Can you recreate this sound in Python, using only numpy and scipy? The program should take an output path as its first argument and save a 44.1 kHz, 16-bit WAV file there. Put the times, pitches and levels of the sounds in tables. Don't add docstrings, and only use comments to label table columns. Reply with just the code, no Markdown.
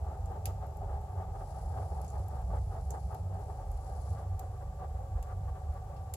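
import sys
import numpy as np
from scipy.fft import rfft, irfft, next_fast_len
from scipy.io import wavfile
from scipy.ndimage import uniform_filter1d, map_coordinates

SR = 44100
rng = np.random.default_rng(int(sys.argv[2]) if len(sys.argv) > 2 else 0)


def store_pcm(level_fs):
    pcm = np.round(np.clip(level_fs, -1, 1) * 32767).astype(np.int16)
    wavfile.write(sys.argv[1], SR, np.atleast_2d(pcm).T)


N = 271656

# (centre [Hz], width [Hz], close level [dB], far level [dB])
FIREBOX_MODES = [(410.5, 39, -7.5, -8), (496, 64, -10, -7.5), (569, 41, -7, -4), (662.3, 40, -4.5, -7.5),
                 (752.2, 37, 0.5, 4), (799, 52, -2.5, -7), (866, 62, -5.5, -9.5), (1159, 40, -12.5, -8),
                 (1255, 72, -14.5, -34), (1600, 34, -23, -24.5)]
# (frequency [Hz], density [dB])
FLAME_SPECTRUM = [(100, -29), (190, -20.5), (330, -17.5), (600, -24), (1000, -18), (1400, -24),
                  (1950, -32.5), (2400, -42), (3500, -44), (6000, -53)]
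# (peak time [s], length [s], body level [dB], edge level [dB])
FLAME_FLARES = [(0.101, 0.13, -47, -59), (0.337, 0.096, -45, -59.5), (0.491, 0.046, -44, -56),
                (0.639, 0.05, -46, -56.5), (.83, 0.043, -42.5, -63), (0.933, 0.12, -45.5, -60),
                (1.206, 0.072, -44.5, -57), (1.359, 0.033, -46, -62), (1.418, 0.041, -48, -58),
                (1.58, .09, -50, -63.5), (1.784, 0.12, -44.5, -57), (1.923, 0.017, -44, -63),
                (1.996, 0.11, -46, -61.5), (2.17, 0.084, -45, -60.5), (2.357, 0.13, -46.5, -60),
                (2.543, 0.073, -42, -55), (2.759, 0.095, -45, -57.5), (2.948, 0.076, -43, -56.5),
                (3.136, 0.073, -44, -59), (3.375, 0.13, -48.5, -63.5), (3.504, 0.049, -47.5, -67),
                (3.6, 0.072, -47.5, -64.5), (3.914, 0.17, -49.5, -66), (4.077, 0.035, -50, -64),
                (4.195, 0.085, -47.5, -58), (4.426, 0.058, -46, -60.5), (4.625, 0.031, -48.5, -57),
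                (4.833, 0.045, -43.5, -56), (4.996, 0.1, -49.5, -65), (5.182, 0.042, -48.5, -59),
                (5.302, 0.085, -51.5, -59), (5.489, 0.028, -50, -57), (5.58, 0.053, -55, -61),
                (5.771, 0.067, -52, -59), (5.924, 0.11, -53.5, -63)]
# (time [s], level [dB])
BLAZE_LEVEL = [(0, -51.5), (1.8, -49), (2.65, -55.5), (3.5, -51), (4.7, -53), (6.16, -51.5)]
# (time [s], position [0 close, 1 far])
LISTENER_PATH = [(3.1, 0.013), (4.4, 1)]

def flames(split_hz=1000, flutter_db=1.56, edge_close_db=-16, edge_far_db=-13, edge_gain_db=0.5):
    far = np.clip(curves(LISTENER_PATH)[0], 0, 1)
    blaze_db, = curves(BLAZE_LEVEL)
    peak_s, length_s, body_peak_db, edge_peak_db = np.transpose(FLAME_FLARES)
    body_db = swells(zip(peak_s, length_s, body_peak_db), blaze_db, steepness=1.6)
    edge_rest_db = blaze_db + (1 - far) * edge_close_db + far * edge_far_db
    edge_db = swells(zip(peak_s, length_s, edge_peak_db), edge_rest_db, steepness=2.8)
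    centre_hz, width_hz, close_db, far_db = np.transpose(FIREBOX_MODES)

    def firebox(mode_db):
        modes = list(zip(centre_hz, width_hz, mode_db))
        return radiated(lambda hz: np.sqrt(resonances(modes, hz) + amp(along(FLAME_SPECTRUM, hz)) ** 2))

    roar = np.sqrt(1 - far) * firebox(close_db) + np.sqrt(far) * firebox(far_db)
    body = filtered(roar, lambda hz: 1 / (1 + (hz / split_hz) ** 20))
    edge = unit(roar - body) * amp(edge_db + edge_gain_db + flutter_db * wobble(55))
    return amp(0.7 * wobble(40)) * (amp(body_db) * steadied(body, span_s=0.07) + edge)


# (centre [Hz], width [Hz], level [dB])
DEEP_AIR_MODES = [(43.4, 2.3, -1.5), (69.1, 12, -0.5)]
FLUE_MODE = [(93.17, 4.2, 0)]
UPPER_AIR_MODES = [(118.9, 9.9, 1), (134.2, 3.5, -3.5), (149.1, 13.8, -6.5), (175.7, 9.4, -8.5)]
# (peak time [s], length [s], level [dB])
DEEP_SURGES = [(.05, 0.076, -35.5), (.24, 0.14, -40), (.53, 0.2, -43.5), (.94, .18, -38),
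               (1.32, 0.097, -44.5), (1.71, 0.14, -37), (1.95, 0.19, -39), (2.18, 0.072, -37),
               (2.53, 0.35, -36), (2.87, 0.18, -38.5), (3.06, 0.072, -37), (3.73, .13, -37.5),
               (4.05, 0.31, -40), (4.33, 0.098, -40), (4.7, 0.072, -41), (4.93, .1, -37), (5.18, .1, -35),
               (5.5, 0.12, -39.5), (5.71, 0.083, -36)]
FLUE_SURGES = [(.24, .07, -40), (.49, 0.16, -38), (.86, 0.076, -41.5), (1.18, 0.089, -36.5),
               (1.8, 0.1, -35), (2.25, .1, -38), (2.61, 0.23, -38), (3.28, 0.21, -37), (4.13, .1, -36),
               (4.31, 0.095, -35), (4.48, 0.086, -38.5), (5.14, 0.047, -36), (5.4, 0.15, -37.5),
               (6.05, 0.047, -40)]
# (time [s], level [dB])
UPPER_DRIVE = [(0, -53), (.33, -51.5), (.5, -49.5), (1.35, -51.5), (2.0, -48.5), (3.3, -49), (3.8, -53.5),
               (4.15, -49), (4.4, -56), (4.55, -50), (5.3, -53), (5.45, -48), (5.6, -52), (6.16, -50.5)]

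def draught(deep_rest_db=-44, flue_rest_db=-49, wander_db=1, low_cut_hz=34):
    deep_db = swells(DEEP_SURGES, deep_rest_db + wander_db * wobble(9.7), steepness=3.3)
    flue_db = swells(FLUE_SURGES, flue_rest_db + wander_db * wobble(9.7), steepness=1.8)
    upper_db, = curves(UPPER_DRIVE)
    groups = [(DEEP_AIR_MODES, deep_db, 1.6), (FLUE_MODE, flue_db, 0.84),
              (UPPER_AIR_MODES, upper_db, 0.25)]
    air = np.zeros((2, N))
    for modes, level_db, gain_db in groups:
        boom = radiated(lambda hz: np.sqrt(resonances(modes, hz)))
        air += amp(level_db + gain_db) * steadied(boom, span_s=0.075)
    return filtered(air, lambda hz: 1 / np.sqrt(1 + (low_cut_hz / (hz + 1)) ** 18))


# (time [s], gain [dB], body [dB], ring [dB], sizzle [dB], splinter pitch [Hz])
WOOD_SNAPS = [(0.2577, -51.5, -21, -13, -17, 7390), (0.4561, -29, -20.5, -16.5, -11.5, 12050),
              (0.6668, -59, -20, -20, -10, 12600), (0.77, -55, -27, -18, -8.5, 12800),
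              (1.014, -66, -14, -12, -4, 12400), (1.224, -62, -18, -15, -11, 7760),
              (2.0155, -48, -21, -18, -13, 10100), (2.046, -54, -15, -9, -14, 12500),
              (2.0798, -49.5, -29, -8.5, -26, 7040), (2.1016, -57, -24, -5, -13, 7340),
              (2.2827, -56.5, -23, -15, -4, 12200), (2.9056, -37, -33, -13.5, -19, 6540),
              (3.146, -49.5, -18, -17, -9.5, 12700), (3.715, -51, -29, -17, -12.5, 12500),
              (4.104, -57, -16, -11, -16, 9740), (4.3937, -40, -29, -17, -11, 12700),
              (5.2267, -46.5, -19, -15.5, -12.5, 7100), (5.7378, -66, -17, -16, -5, 10400),
              (5.9644, -65, -2.5, -13, -16, 7610), (6.1378, -30.5, -25.5, -21, -12.5, 7430)]
# (frequency [Hz], left minus right [dB])
SNAP_MIC_COLOUR = [(2600, -6), (4500, -4.5), (6800, -4), (8100, -7), (9400, 0), (10600, 13), (12600, -1),
                   (15500, 3)]

def crackles(snap_db=5.5, splinter_db=2, tick_count=30, tick_db=-74, tick_hz=12000):
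    out = np.zeros((2, N + SR))
    for time_s, gain_db, body_db, ring_db, sizzle_db, pitch_hz in WOOD_SNAPS:
        burst = amp(snap_db) * snap(body_db, ring_db, sizzle_db)
        burst += amp(splinter_db + max(ring_db, sizzle_db)) * splinter(pitch_hz)
        out[:, round(time_s * SR):][:, :burst.shape[1]] += amp(gain_db) * burst
    for when, size, tone, place in rng.random((tick_count, 4)):
        pitch_hz = tick_hz * (1.15 - 0.67 * tone ** 2)
        tick = amp(tick_db + 10 * size ** 2) * panned(8 * (place - 0.5)) * splinter(pitch_hz)
        out[:, int(when * N):][:, :tick.shape[1]] += tick
    return filtered(out[:, :N], lambda hz: panned(along(SNAP_MIC_COLOUR, hz)))


# (frequency [Hz], density [dB])
BODY_SPECTRUM = [(500, -40), (1200, -20), (1900, -3), (2700, 0.5), (3300, -3.5), (4000, -4.5), (5200, 2.5),
                 (6200, -29)]
RING_SPECTRUM = [(4200, -25), (5700, -7), (6700, 2), (7600, 1.5), (8900, -17.5), (10400, -3.5),
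                 (12000, -37)]
SIZZLE_SPECTRUM = [(8000, -12.5), (9400, 0), (11000, -1), (12700, 4), (14300, 0), (16500, -19)]

def snap(body_db, ring_db, sizzle_db, crack_t60_s=0.019, firebox_t60_s=0.098, room_t60_s=0.34):
    t = np.arange(SR // 4) / SR
    attack = 1 - np.exp(-t / 0.00013)
    crack = amp(-60 * t / crack_t60_s)
    echoes = np.hypot(amp(-12 - 60 * t / firebox_t60_s), amp(-26 - 60 * t / room_t60_s))
    bands = [(BODY_SPECTRUM, body_db - 3, 11), (RING_SPECTRUM, ring_db, 3),
             (SIZZLE_SPECTRUM, sizzle_db, -6)]
    out = np.zeros((2, len(t)))
    for spectrum, level_db, echo_db in bands:
        envelope = attack * np.hypot(crack, amp(echo_db) * echoes)
        band = [noise(spectrum, len(t)), noise(spectrum, len(t))]
        out += amp(level_db) * envelope / envelope.max() * band
    return out


def splinter(pitch_hz, width_ratio=0.04, t60_cycles=280):
    t = np.arange(SR // 4) / SR
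    mode = [(pitch_hz, width_ratio * pitch_hz, 0)]
    band = filtered(rng.standard_normal((2, len(t))), lambda hz: np.sqrt(resonances(mode, hz)))
    attack = 1 - np.exp(-t / 0.00034)
    return unit(band) * attack * amp(-60 * t * pitch_hz / t60_cycles)


# (frequency [Hz], density [dB])
JET_SPECTRUM = [(2500, -31), (3800, -10.5), (4400, -2), (6500, -5), (7700, -1.5), (8400, -6), (9000, -15),
                (9750, 4.5), (10400, -2), (11200, -8.5), (12600, -13), (15000, -24)]
# (start [s], end [s], final level [dB], growth [dB/s])
STEAM_SPURTS = [(1.302, 2.13, -69.5, 2.5), (2.128, 3.13, -70.8, 4), (3.29, 4.117, -68.5, 12.5)]

def steam(attack_s=0.085, release_s=0.12, seep_db=-79,
          gain_db=-4.5, waver_db=0.6, sputter_db=1.96, pan_db=18):
    t = np.arange(N) / SR
    flow = amp(seep_db)
    for start_s, end_s, final_db, growth_db_per_s in STEAM_SPURTS:
        attack = np.clip((t - start_s) / attack_s, 0, 1)
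        release = np.exp(-np.maximum(t - end_s, 0) / release_s)
        level_db = final_db + growth_db_per_s * np.minimum(t - end_s, 0)
        flow = np.hypot(flow, attack * release * amp(level_db))
    jet = np.array([noise(JET_SPECTRUM), noise(JET_SPECTRUM)]) * panned(pan_db)
    return jet * flow * amp(gain_db + waver_db * wobble(7.1) + sputter_db * wobble(150))


# (frequency [Hz], density [dB])
LEFT_HISS = [(800, 2.5), (2200, 0.5), (3500, -2.5), (4500, -3), (6600, -0.5), (7100, 4.5), (7900, 5.5),
             (9000, -12), (9700, -2), (10300, 2), (11300, -6), (12700, -6), (13600, -5.5), (15800, -11)]
RIGHT_HISS = [(800, -11.5), (2200, 1.5), (3600, -1.5), (6400, -0.5), (7100, 1), (7800, -2), (8300, -10),
              (9100, -17), (10000, -6.5), (11800, -3.5), (12600, -1), (13600, -4), (15800, -13)]

def embers(left_db=-68.5, right_db=-72):
    hiss = np.array([amp(left_db) * noise(LEFT_HISS), amp(right_db) * noise(RIGHT_HISS)])
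    return hiss * amp(0.22 * wobble(2.5))


# (frequency [Hz], coherence [0-1])
EAR_COHERENCE = [(60, 1), (130, 1), (290, 0.93), (640, 0.91), (1400, 0.47), (3100, 0.077)]
# (frequency [Hz], left minus right [dB])
STOVE_BALANCE = [(110, -1), (380, 0), (700, 1), (900, 3.5), (1300, 2.5), (1600, -2.5), (2400, -2)]

def radiated(response, left_lead_s=0.0001):
    def mid_side(hz):
        angle = np.arccos(np.clip(along(EAR_COHERENCE, hz), -1, 1)) / 2
        return response(hz) * [np.cos(angle), np.sin(angle)]

    def ears(hz):
        return panned(along(STOVE_BALANCE, hz)) * np.exp(np.pi * left_lead_s * hz * [[1j], [-1j]])

    mid, side = filtered(rng.standard_normal((2, N)), mid_side)
    return unit(filtered(np.array([mid + side, mid - side]), ears))


def swells(rows, rest_db, steepness):
    t = np.arange(N) / SR
    power = amp(rest_db) ** 2 * np.ones(N)
    for peak_s, length_s, level_db in rows:
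        near = slice(max(int((peak_s - 2 * length_s) * SR), 0), int((peak_s + 2 * length_s) * SR))
        bell = 0.5 ** (np.abs(2 * (t[near] - peak_s) / length_s) ** steepness)
        power[near] += (amp(level_db) * bell) ** 2
    return 10 * np.log10(power)


def steadied(x, span_s):
    power = uniform_filter1d(np.mean(x ** 2, axis=0), int(span_s * SR))
    return x / np.sqrt(uniform_filter1d(np.abs(power), int(span_s * SR / 2)) + 1e-9)


def resonances(modes, hz):
    return sum(amp(db) ** 2 / (1 + 2 * ((hz - centre_hz) / width_hz) ** 2) ** 2
               for centre_hz, width_hz, db in modes)


def noise(spectrum, size=N):
    return unit(filtered(rng.standard_normal(size), lambda hz: amp(along(spectrum, hz))))


def filtered(x, response):
    size = x.shape[-1]
    padded = next_fast_len(size + size // 4)
    hz = np.fft.rfftfreq(padded, 1 / SR)
    return irfft(rfft(x, padded) * response(hz), padded)[..., :size]


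def wobble(rate_hz):
    knots = rng.standard_normal(int(N * rate_hz / SR) + 4)
    return map_coordinates(knots, [np.arange(N) * rate_hz / SR])


def curves(rows):
    time_s, *columns = np.transpose(rows)
    return [np.interp(np.arange(N) / SR, time_s, column) for column in columns]


def along(points, hz):
    knot_hz, values = np.transpose(points)
    return np.interp(np.log(hz + 1), np.log(knot_hz + 1), values)


def panned(db):
    return amp(np.array([[0.5], [-0.5]]) * db)


def amp(db):
    return 10 ** (np.asarray(db) / 20)


def unit(x):
    return x / np.sqrt(np.mean(x ** 2) + 1e-20)


def scene():
    return flames() + draught() + crackles() + steam() + embers()


def record(dry, top_hz=16300):
    return filtered(dry, lambda hz: hz < top_hz)


dry = scene()
out = record(dry)
store_pcm(out)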